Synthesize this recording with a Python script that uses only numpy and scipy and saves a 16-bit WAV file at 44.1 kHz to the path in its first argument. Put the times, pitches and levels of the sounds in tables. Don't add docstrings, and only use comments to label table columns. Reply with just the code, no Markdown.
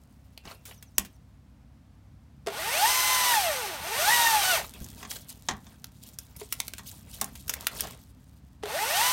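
import sys
import numpy as np
from scipy import signal
from scipy.fft import rfft, irfft, next_fast_len
from scipy.io import wavfile
from scipy.ndimage import uniform_filter1d

SR = 44100
rng = np.random.default_rng(int(sys.argv[2]) if len(sys.argv) > 2 else 0)


def unload_wav(signal):
    wavfile.write(
        sys.argv[1],
        SR,
        np.round(np.clip(np.atleast_2d(signal).T, -1, 1) * 32767).astype(np.int16),
    )


N = 402191
TIME = np.arange(N) / SR
LINKS_PER_TURN, TOP_SPEED_TURNS_PER_S = 6, 170
# centre_hz, width_hz, boost_db
BAR_RESONANCES = [(845, 115, 9), (1181, 120, 6.5), (1460, 51, 9), (1837, 11, 14.5), (2714, 35, 4.5),
                  (5220, 58, 7), (5860, 75, 2.5), (6230, 53, 5)]
# start_s, shade_db (how the saw is held, acts on whine harmonics 3 and up)
TRIGGER_PULLS = [(2.465, 0.5), (3.714, 0.5), (8.622, -0.5)]


def chainsaw():
    # time_s, tension_db
    tension = [(2.6, 2), (2.8, 0.5), (2.95, -1.5), (3.25, -1.9), (3.34, -0.7), (3.45, -1.5), (3.85, -0.5),
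               (3.98, 1.3), (4.1, 0.9), (4.24, 0.2), (4.38, -1), (4.54, 3), (8.78, 3), (8.9, 0.4),
               (9.12, -1.8)]
    # freq_hz, relative_db
    rattle_colour = [(150, -57.5), (330, -8.5), (520, -5.5), (700, 0.5), (1100, -2.5), (2200, 1.5),
                     (4600, -3.5), (6000, -37.5), (9000, -39)]
    # freq_hz, relative_db
    hiss_colour = [(3000, -8), (4800, -6.5), (6000, -5), (7200, -9), (8600, -4.5), (9700, -7), (10500, -12),
                   (12200, -5.5), (16000, -16)]
    rattle_db, hiss_db, ripple_db = -28.5, -24.5, -46.5
    rattle_power, hiss_power, rattle_taut, hiss_taut = 0.92, 1.49, 0.81, 1

    speed = motor_speed()
    (tension_db,) = in_time(tension)
    pace = speed / TOP_SPEED_TURNS_PER_S
    slack = np.clip(1 - speed / 120, 0, 1)
    unevenness = (0.00092 + 0.05 * slack) * drift(40.6)
    turns = np.cumsum(speed * (1 + unevenness)) / SR
    link_phase = 2 * np.pi * LINKS_PER_TURN * turns

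    per_link = 1 + 0.16 * np.cos(link_phase)
    per_turn = 1 + 0.027 * np.cos(2 * np.pi * turns)
    beat = per_link * per_turn * from_db(0.59 * drift(35))
    rattle_level = from_db(rattle_db + rattle_taut * tension_db) * pace ** rattle_power
    hiss_level = from_db(hiss_db + hiss_taut * tension_db) * pace ** hiss_power
    rattle = rattle_level * coloured(beat * grains(14000, spread_db=2.0), rattle_colour, BAR_RESONANCES)
    hiss = hiss_level * coloured(beat * rng.standard_normal(N), hiss_colour, BAR_RESONANCES)
    motor = from_db(ripple_db) * pace ** 2 * ripple(turns)
    return whine(link_phase, speed, tension_db) + motor + rattle + hiss


def motor_speed():
    # after_pull_s, speed_turns_per_s
    spin_up = [(0, 0.5), (.065, 29.5), (.135, 52), (.235, 79), (.335, 122.5), (.43, 172)]
    # time_s, speed_turns_per_s
    held_speed = [
        [(2.89, 170), (3.13, 170.5), (3.31, 162.5), (3.35, 150.5), (3.43, 123.5), (3.55, 89), (3.7, 60.5),
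         (4.0, 0)],
        [(4.125, 161.5), (4.3, 151.5), (4.35, 144.5), (4.45, 124.5), (4.5, 124), (4.55, 109), (4.645, 0)],
        [(9.04, 163.6), (9.12, 170)],
    ]
    after_s, climb = np.transpose(spin_up)
    runs = []
    for (start_s, _), held in zip(TRIGGER_PULLS, held_speed):
        soft_start = np.interp(TIME - start_s, after_s, climb, left=0)
        runs.append(np.minimum(soft_start, in_time(held)[0]))
    return np.maximum(np.max(runs, axis=0), 0)


def whine(link_phase, speed, tension_db, flicker_db=2.5):
    # level_db (top speed, before colour), gain_per_tension_db
    link_harmonics = [(-29.5, -0.8), (-34.5, 2.5), (-39.5, 0.3), (-37.5, 1.5), (-42.5, 2.5), (-42, 1.6)]
    # freq_hz, gain_db
    whine_colour = [(200, -29), (470, -6), (555, -7.5), (610, 3.5), (705, 0.5), (765, -7), (850, -3.5),
                    (930, -0.5), (1030, -8), (1250, -8), (1500, -2), (1660, -6), (1800, 0), (2050, 2),
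                    (2300, 1), (3000, 0.5), (3880, 0), (4070, -5), (4500, 3), (5400, -17), (6100, 6.5)]
    hz = np.arange(1, SR / 2)
    radiated_db = shape_db(hz, whine_colour, BAR_RESONANCES)
    pulled_s, shade_db = np.transpose(TRIGGER_PULLS)
    shade_db = shade_db[np.searchsorted(pulled_s, TIME) - 1]
    out = 0
    for k, (db, taut) in enumerate(link_harmonics, 1):
        colour_db = np.interp(k * LINKS_PER_TURN * speed, hz, radiated_db)
        level_db = db + taut * tension_db + (k > 2) * shade_db + colour_db
        waver_rad = 0.14 * k * drift(45)
        out = out + from_db(level_db + flicker_db * drift(12)) * np.sin(k * link_phase + waver_rad)
    return np.sqrt(2) * speed / TOP_SPEED_TURNS_PER_S * out


def ripple(turns):
    motor_orders = [5, 7, 8, 9, 11, 14, 16, 22]
    lines = 0
    for multiple in motor_orders:
        level = from_db(1.8 * drift(2.7))
        phase = 2 * np.pi * (multiple * turns + rng.random()) + 0.19 * drift(13)
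        lines = lines + level * np.sin(phase)
    return coloured(lines, [(450, 0), (12000, 0.024)], BAR_RESONANCES)


def jerks():
    # start_s, relative_db
    jolts = [(2.4631, -39), (2.4702, -25.5), (2.483, -31), (2.501, -37), (6.413, -39.5), (7.222, -39),
             (8.628, -44), (8.635, -32.5), (8.656, -33)]
    # centre_hz, width_hz, relative_db
    housing_modes = [(420, 39, 10), (670, 56, 5.5), (792, 320, -3), (2250, 730, -7), (3330, 1700, -14.5)]
    start_s, db = np.transpose(jolts)
    clash = bursts(start_s, db, 0.034) * rng.standard_normal(N)
    return from_db(17.5) * ring(clash, housing_modes) + from_db(-5) * band(clash, 512, 9000)


def snaps():
    # start_s, crack_relative_db, treble_relative_db, duration (t60_s / 1.87)
    snap_events = [(0.3765, -48, -53, 0.009), (.6536, -54, -48, 0.078), (0.8258, -56, -50.5, 0.018),
                   (0.982, -31.5, -20, 0.0084), (1.0488, -52.5, -51.5, 0.041), (4.738, -58, -52, .015),
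                   (4.8437, -69, -47, 0.013), (5.1137, -44.5, -42, 0.017), (5.8431, -48, -45, 0.0067),
                   (6.187, -52, -39.5, 0.013), (6.364, -64.5, -49.5, 0.027), (6.5247, -38, -30.5, 0.014),
                   (6.602, -33, -29.5, 0.0046), (6.6808, -42, -38, 0.0073), (6.736, -42.5, -44, 0.0073),
                   (6.782, -50, -45.5, 0.025), (6.914, -60, -49.5, 0.017), (7.213, -37.5, -29, 0.014),
                   (7.2435, -50, -36.5, 0.006), (7.3539, -50.5, -49.5, 0.029), (7.4801, -51, -40, 0.01),
                   (7.4951, -37.5, -29, 0.016), (7.538, -41, -33, 0.01), (7.669, -31, -27, 0.0086),
                   (7.796, -43, -51, .03), (7.807, -40, -28.5, 0.0069)]
    start_s, crack_db, treble_db, duration = np.transpose(snap_events)
    t60_s = 1.87 * duration
    onset_db = 10 * np.log10(1 + 0.23 / t60_s)
    crack = splinters(1390, 5000) + from_db(-10) * noise(330, 1300)
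    out = 0
    for db, source in [(crack_db, crack), (treble_db, splinters(5160, 16000))]:
        envelope = bursts(start_s, db + onset_db, t60_s) + bursts(start_s, db - 17.0, 0.08)
        out = out + source * uniform_filter1d(envelope, size=24)
    return out


def splinters(low_hz, high_hz, count=5):
    edges_hz = np.geomspace(low_hz, high_hz, count + 1)
    parts = []
    for low, high in zip(edges_hz, edges_hz[1:]):
        parts.append(rms_one(band(rng.standard_normal(N), low, high)))
    parts = np.array(parts)
    swell_db = 2 * np.array([drift(12) for _ in parts])
    gains = from_db(swell_db) * edges_hz[1:, None] ** 0.25
    return rms_one(np.sum(parts * gains, axis=0) / np.linalg.norm(gains, axis=0))


def knocks():
    # start_s, knock_relative_db, thump_relative_db
    knock_events = [(0.453, -46, -48), (0.984, -36.5, -37.5), (4.812, -62.5, -40.5), (5.029, -39.5, -67),
                    (5.05, -41, -63), (5.4861, -22.5, -61), (5.509, -34, -39), (5.667, -50.5, -60),
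                    (6.792, -44, -64), (7.215, -32.5, -59), (7.836, -37.5, -42.5)]
    # centre_hz, width_hz, relative_db
    limb_modes = [(207.4, 14, 6.5), (404, 60, -9), (756, 130, -4), (1124, 116, -1), (1800, 240, -3.5),
                  (3420, 900, -8.5), (6450, 1200, -8.5)]
    start_s, db, thump_db = np.transpose(knock_events)
    crunch = bursts(start_s, db, 0.052) * rng.standard_normal(N)
    shudder = bursts(start_s, db - 6.5, 0.2) * band(rng.standard_normal(N), 150, 1500)
    thump = bursts(start_s, thump_db + 0.5, 0.28) * noise(38, 210)
    return from_db(17) * ring(crunch + shudder, limb_modes) + thump


def squeak(t60_s=0.4):
    # freq_hz, relative_db
    squeak_tones = [(2476, -7), (2713, -1.5)]
    start_s, length_s, level_db = 0.41, 0.14, -64
    tones = 0
    for hz, db in squeak_tones:
        tones = tones + from_db(db + 2 * drift(20)) * np.sin(2 * np.pi * hz * TIME)
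    return swells([start_s], [length_s], [level_db], t60_s) * tones


def foliage():
    # start_s, length_s, twig_db, leaf_db
    brushes = [(0.447, 0.068, -53.5, -56), (0.672, 0.017, -54.5, -51), (4.601, 0.041, -43.5, -45),
               (4.736, 0.48, -57.5, -57), (5.108, 0.029, -56, -39), (5.29, 0.022, -64.5, -49),
               (6.027, 0.05, -63.5, -50), (6.39, 0.054, -62, -52.5), (6.521, 0.17, -66, -51),
               (6.865, .03, -66, -47.5), (7.144, 0.12, -56, -52.5), (7.48, 0.41, -51, -49),
               (7.81, 0.027, -48, -44)]
    # time_s, level_db
    stir_level = [(0, -71.5), (1.1, -73), (1.4, -86.5), (4.3, -85), (4.7, -53.5), (5.9, -63.5),
                  (7.9, -54.5), (8.1, -68.5), (8.6, -76)]
    # freq_hz, relative_db
    twig_colour = [(200, -13.5), (400, 3), (900, 0.5), (1600, -2.5), (2800, -3), (5000, -7.5)]
    # freq_hz, relative_db
    leaf_colour = [(1500, -28.5), (3200, -5), (6000, -4), (9000, -2.5), (10500, -6), (12500, -3),
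                   (16000, -7)]
    twig_t60_s, leaf_t60_s, stir_twig_db = 0.37, 0.33, -8
    start_s, length_s, twig_db, leaf_db = np.transpose(brushes)
    stir = from_db(in_time(stir_level)[0])
    twigs = np.hypot(swells(start_s, length_s, twig_db, twig_t60_s), from_db(stir_twig_db) * stir)
    leaves = np.hypot(swells(start_s, length_s, leaf_db, leaf_t60_s), stir)
    scrape = coloured(crackle(3000, spread_db=3.0), twig_colour)
    rustle = rms_one(crackle(7000, spread_db=2.8))
    ticks = from_db(-5) * grains(70, spread_db=3.5)
    return twigs * scrape + leaves * coloured(rustle + ticks, leaf_colour)


def crackle(per_s, spread_db, clump_db=4, count=30):
    flicks = grains(per_s, spread_db) * from_db(clump_db * drift(16))
    dealt = rng.integers(0, count, N)
    pitches_hz = np.geomspace(380, 15500, count)
    widths_hz = 60 + pitches_hz / 22
    return sum(ring(flicks * (dealt == k), [(pitches_hz[k], widths_hz[k], 0)]) for k in range(count))


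def bird(high_hz=6800, low_hz=5150, length_s=0.047):
    # start_s, peak_db
    bird_notes = [(.76, -60), (.855, -64), (.94, -62.5), (1.13, -70)]
    out = np.zeros(N)
    along = np.linspace(0, 1, int(length_s * SR))
    pitch_hz = high_hz + (low_hz - high_hz) * along
    note = np.sin(np.pi * along) * np.sin(2 * np.pi * np.cumsum(pitch_hz) / SR)
    for start_s, db in bird_notes:
        at = int(start_s * SR)
        out[at:at + len(note)] += from_db(db) * note
    return out


def surroundings():
    # multiple of the firing rate, mean_peak_db
    engine_lines = [(2, -57), (3, -60), (4, -62.5)]
    # freq_hz, relative_db
    rumble_colour = [(20, -44), (35, -27.5), (50, 1), (90, -2), (150, -4.5), (260, -7), (320, -18),
                     (400, -34.5)]
    # time_s, relative_db
    rumble_level = [(0, -60.5), (1.2, -60), (4.4, -55.5), (4.9, -54), (5.3, -57.5), (6.2, -58.5),
                    (7.75, -53), (8.1, -57.5)]
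    # freq_hz, relative_db
    air_colour = [(100, -5.5), (700, 0.5), (1300, -5), (2500, -11), (5000, -15), (16000, -25.5)]
    firing_hz = 33.9
    firing_phase = 2 * np.pi * np.cumsum(firing_hz * (1 + 0.012 * drift(2.4))) / SR
    hum = 0
    for k, db in engine_lines:
        level = from_db(db + 1.6 * drift(2.1))
        hum = hum + level * np.sin(k * firing_phase + 2 * np.pi * rng.random())
    throb = (1 + 0.4 * np.cos(firing_phase)) * from_db(1.2 * drift(24))
    level = from_db(in_time(rumble_level)[0] + 3.5)
    rumble = level * coloured(throb * rng.standard_normal(N), rumble_colour)
    air = from_db(-68.5) * coloured(rng.standard_normal(N), air_colour)
    return hum + rumble + air


def canopy(x, scatter_db=-17, t60_s=0.18, treble_db=-22):
    # delay_s, level_db
    early_echoes = [(.0031, -18), (.0074, -23.5), (0.014, -20)]
    age_s = TIME[:SR // 2]
    response = np.zeros(len(age_s))
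    for low_hz, high_hz, db, decay_s in [(120, 4000, scatter_db, t60_s), (4000, 14000, treble_db, 0.75 * t60_s)]:
        decay = np.exp(-np.log(1000) * age_s / decay_s)
        wash = band(rng.standard_normal(len(age_s)), low_hz, high_hz) * decay * (age_s > 0.004)
        response += from_db(db) * wash / np.linalg.norm(wash)
    for delay_s, db in early_echoes:
        response[int(delay_s * SR)] += from_db(db)
    return x + signal.fftconvolve(x, response)[:N]


def from_db(db):
    return 10 ** (np.asarray(db) / 20)


def rms_one(x):
    return x / np.sqrt(np.mean(x ** 2) + 1e-20)


def in_time(rows):
    time_s, *columns = np.transpose(rows)
    return [np.interp(TIME, time_s, column) for column in columns]


def drift(rate_hz):
    r = np.exp(-80 * np.pi * rate_hz / SR)
    slow = signal.lfilter([1], [1, -2 * r, r * r], rng.standard_normal(N // 40 + 2002))[2000:]
    return np.interp(np.arange(N) / 40, np.arange(len(slow)), rms_one(slow))


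def shape_db(hz, colour, resonances):
    points_hz, levels_db = np.transpose(colour)
    db = np.interp(np.log(hz), np.log(points_hz), levels_db)
    below_oct = np.maximum(np.log2(points_hz[0] / hz), 0)
    above_oct = np.maximum(np.log2(hz / points_hz[-1]), 0)
    db -= 24 * (below_oct + above_oct)
    for centre_hz, width_hz, boost_db in resonances:
        db += boost_db / (1 + (2 * (hz - centre_hz) / width_hz) ** 2)
    return db


def coloured(x, colour, resonances=()):
    size = next_fast_len(N)
    hz = np.maximum(np.fft.rfftfreq(size, 1 / SR), 1)
    gain = from_db(shape_db(hz, colour, resonances))
    return rms_one(irfft(rfft(x, size) * gain, size)[:N])


def band(x, low_hz, high_hz):
    edges_hz = [low_hz, min(high_hz, SR / 2 - 1)]
    return signal.sosfilt(signal.butter(2, edges_hz, "band", fs=SR, output="sos"), x + 1e-18)


def noise(low_hz, high_hz):
    return rms_one(band(rng.standard_normal(N), low_hz, high_hz))


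def grains(per_s, spread_db):
    sizes = from_db(spread_db * np.minimum(rng.exponential(1, N), 5))
    return rms_one((rng.random(N) < per_s / SR) * sizes * rng.choice([-1, 1], N))


def ring(drive, modes):
    out = 0
    for k, (hz, width_hz, db) in enumerate(modes):
        r = np.exp(-np.pi * width_hz / SR)
        top = (-1) ** k * from_db(db) * (1 - r * r) / 2
        poles = [1, -2 * r * np.cos(2 * np.pi * hz / SR), r * r]
        out = out + signal.lfilter([top, 0, -top], poles, drive + 1e-18)
    return out


def bursts(starts_s, levels_db, t60s_s):
    power = np.zeros(N)
    for start_s, db, t60_s in np.broadcast(starts_s, levels_db, t60s_s):
        at = int(start_s * SR)
        age_s = np.arange(min(int(2 * t60_s * SR), N - at)) / SR
        power[at:at + len(age_s)] += from_db(db - 60 * age_s / t60_s) ** 2
    return np.sqrt(power)


def swells(starts_s, lengths_s, levels_db, t60_s, attack_s=0.016):
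    power = np.zeros(N)
    for start_s, length_s, db in zip(starts_s, lengths_s, levels_db):
        first = max(int((start_s - attack_s) * SR), 0)
        span = slice(first, int((start_s + length_s + t60_s) * SR))
        age_s = TIME[span] - start_s
        rise = np.clip(1 + age_s / attack_s, 0, 1)
        fall = from_db(db - 60 * np.maximum(age_s - length_s, 0) / t60_s)
        power[span] += (rise * fall) ** 2
    return np.sqrt(power)


def scene():
    in_tree = jerks() + snaps() + knocks() + squeak() + foliage() + bird()
    mono = chainsaw() + canopy(in_tree) + surroundings()
    return np.array([mono, mono])


def record(dry):
    rounded = dry / (1 + (dry / 0.8) ** 4) ** 0.25
    cutoff_hz = 16000
    return signal.sosfilt(signal.ellip(10, 0.1, 70, cutoff_hz, fs=SR, output="sos"), rounded)


dry = scene()
out = record(dry)
unload_wav(out)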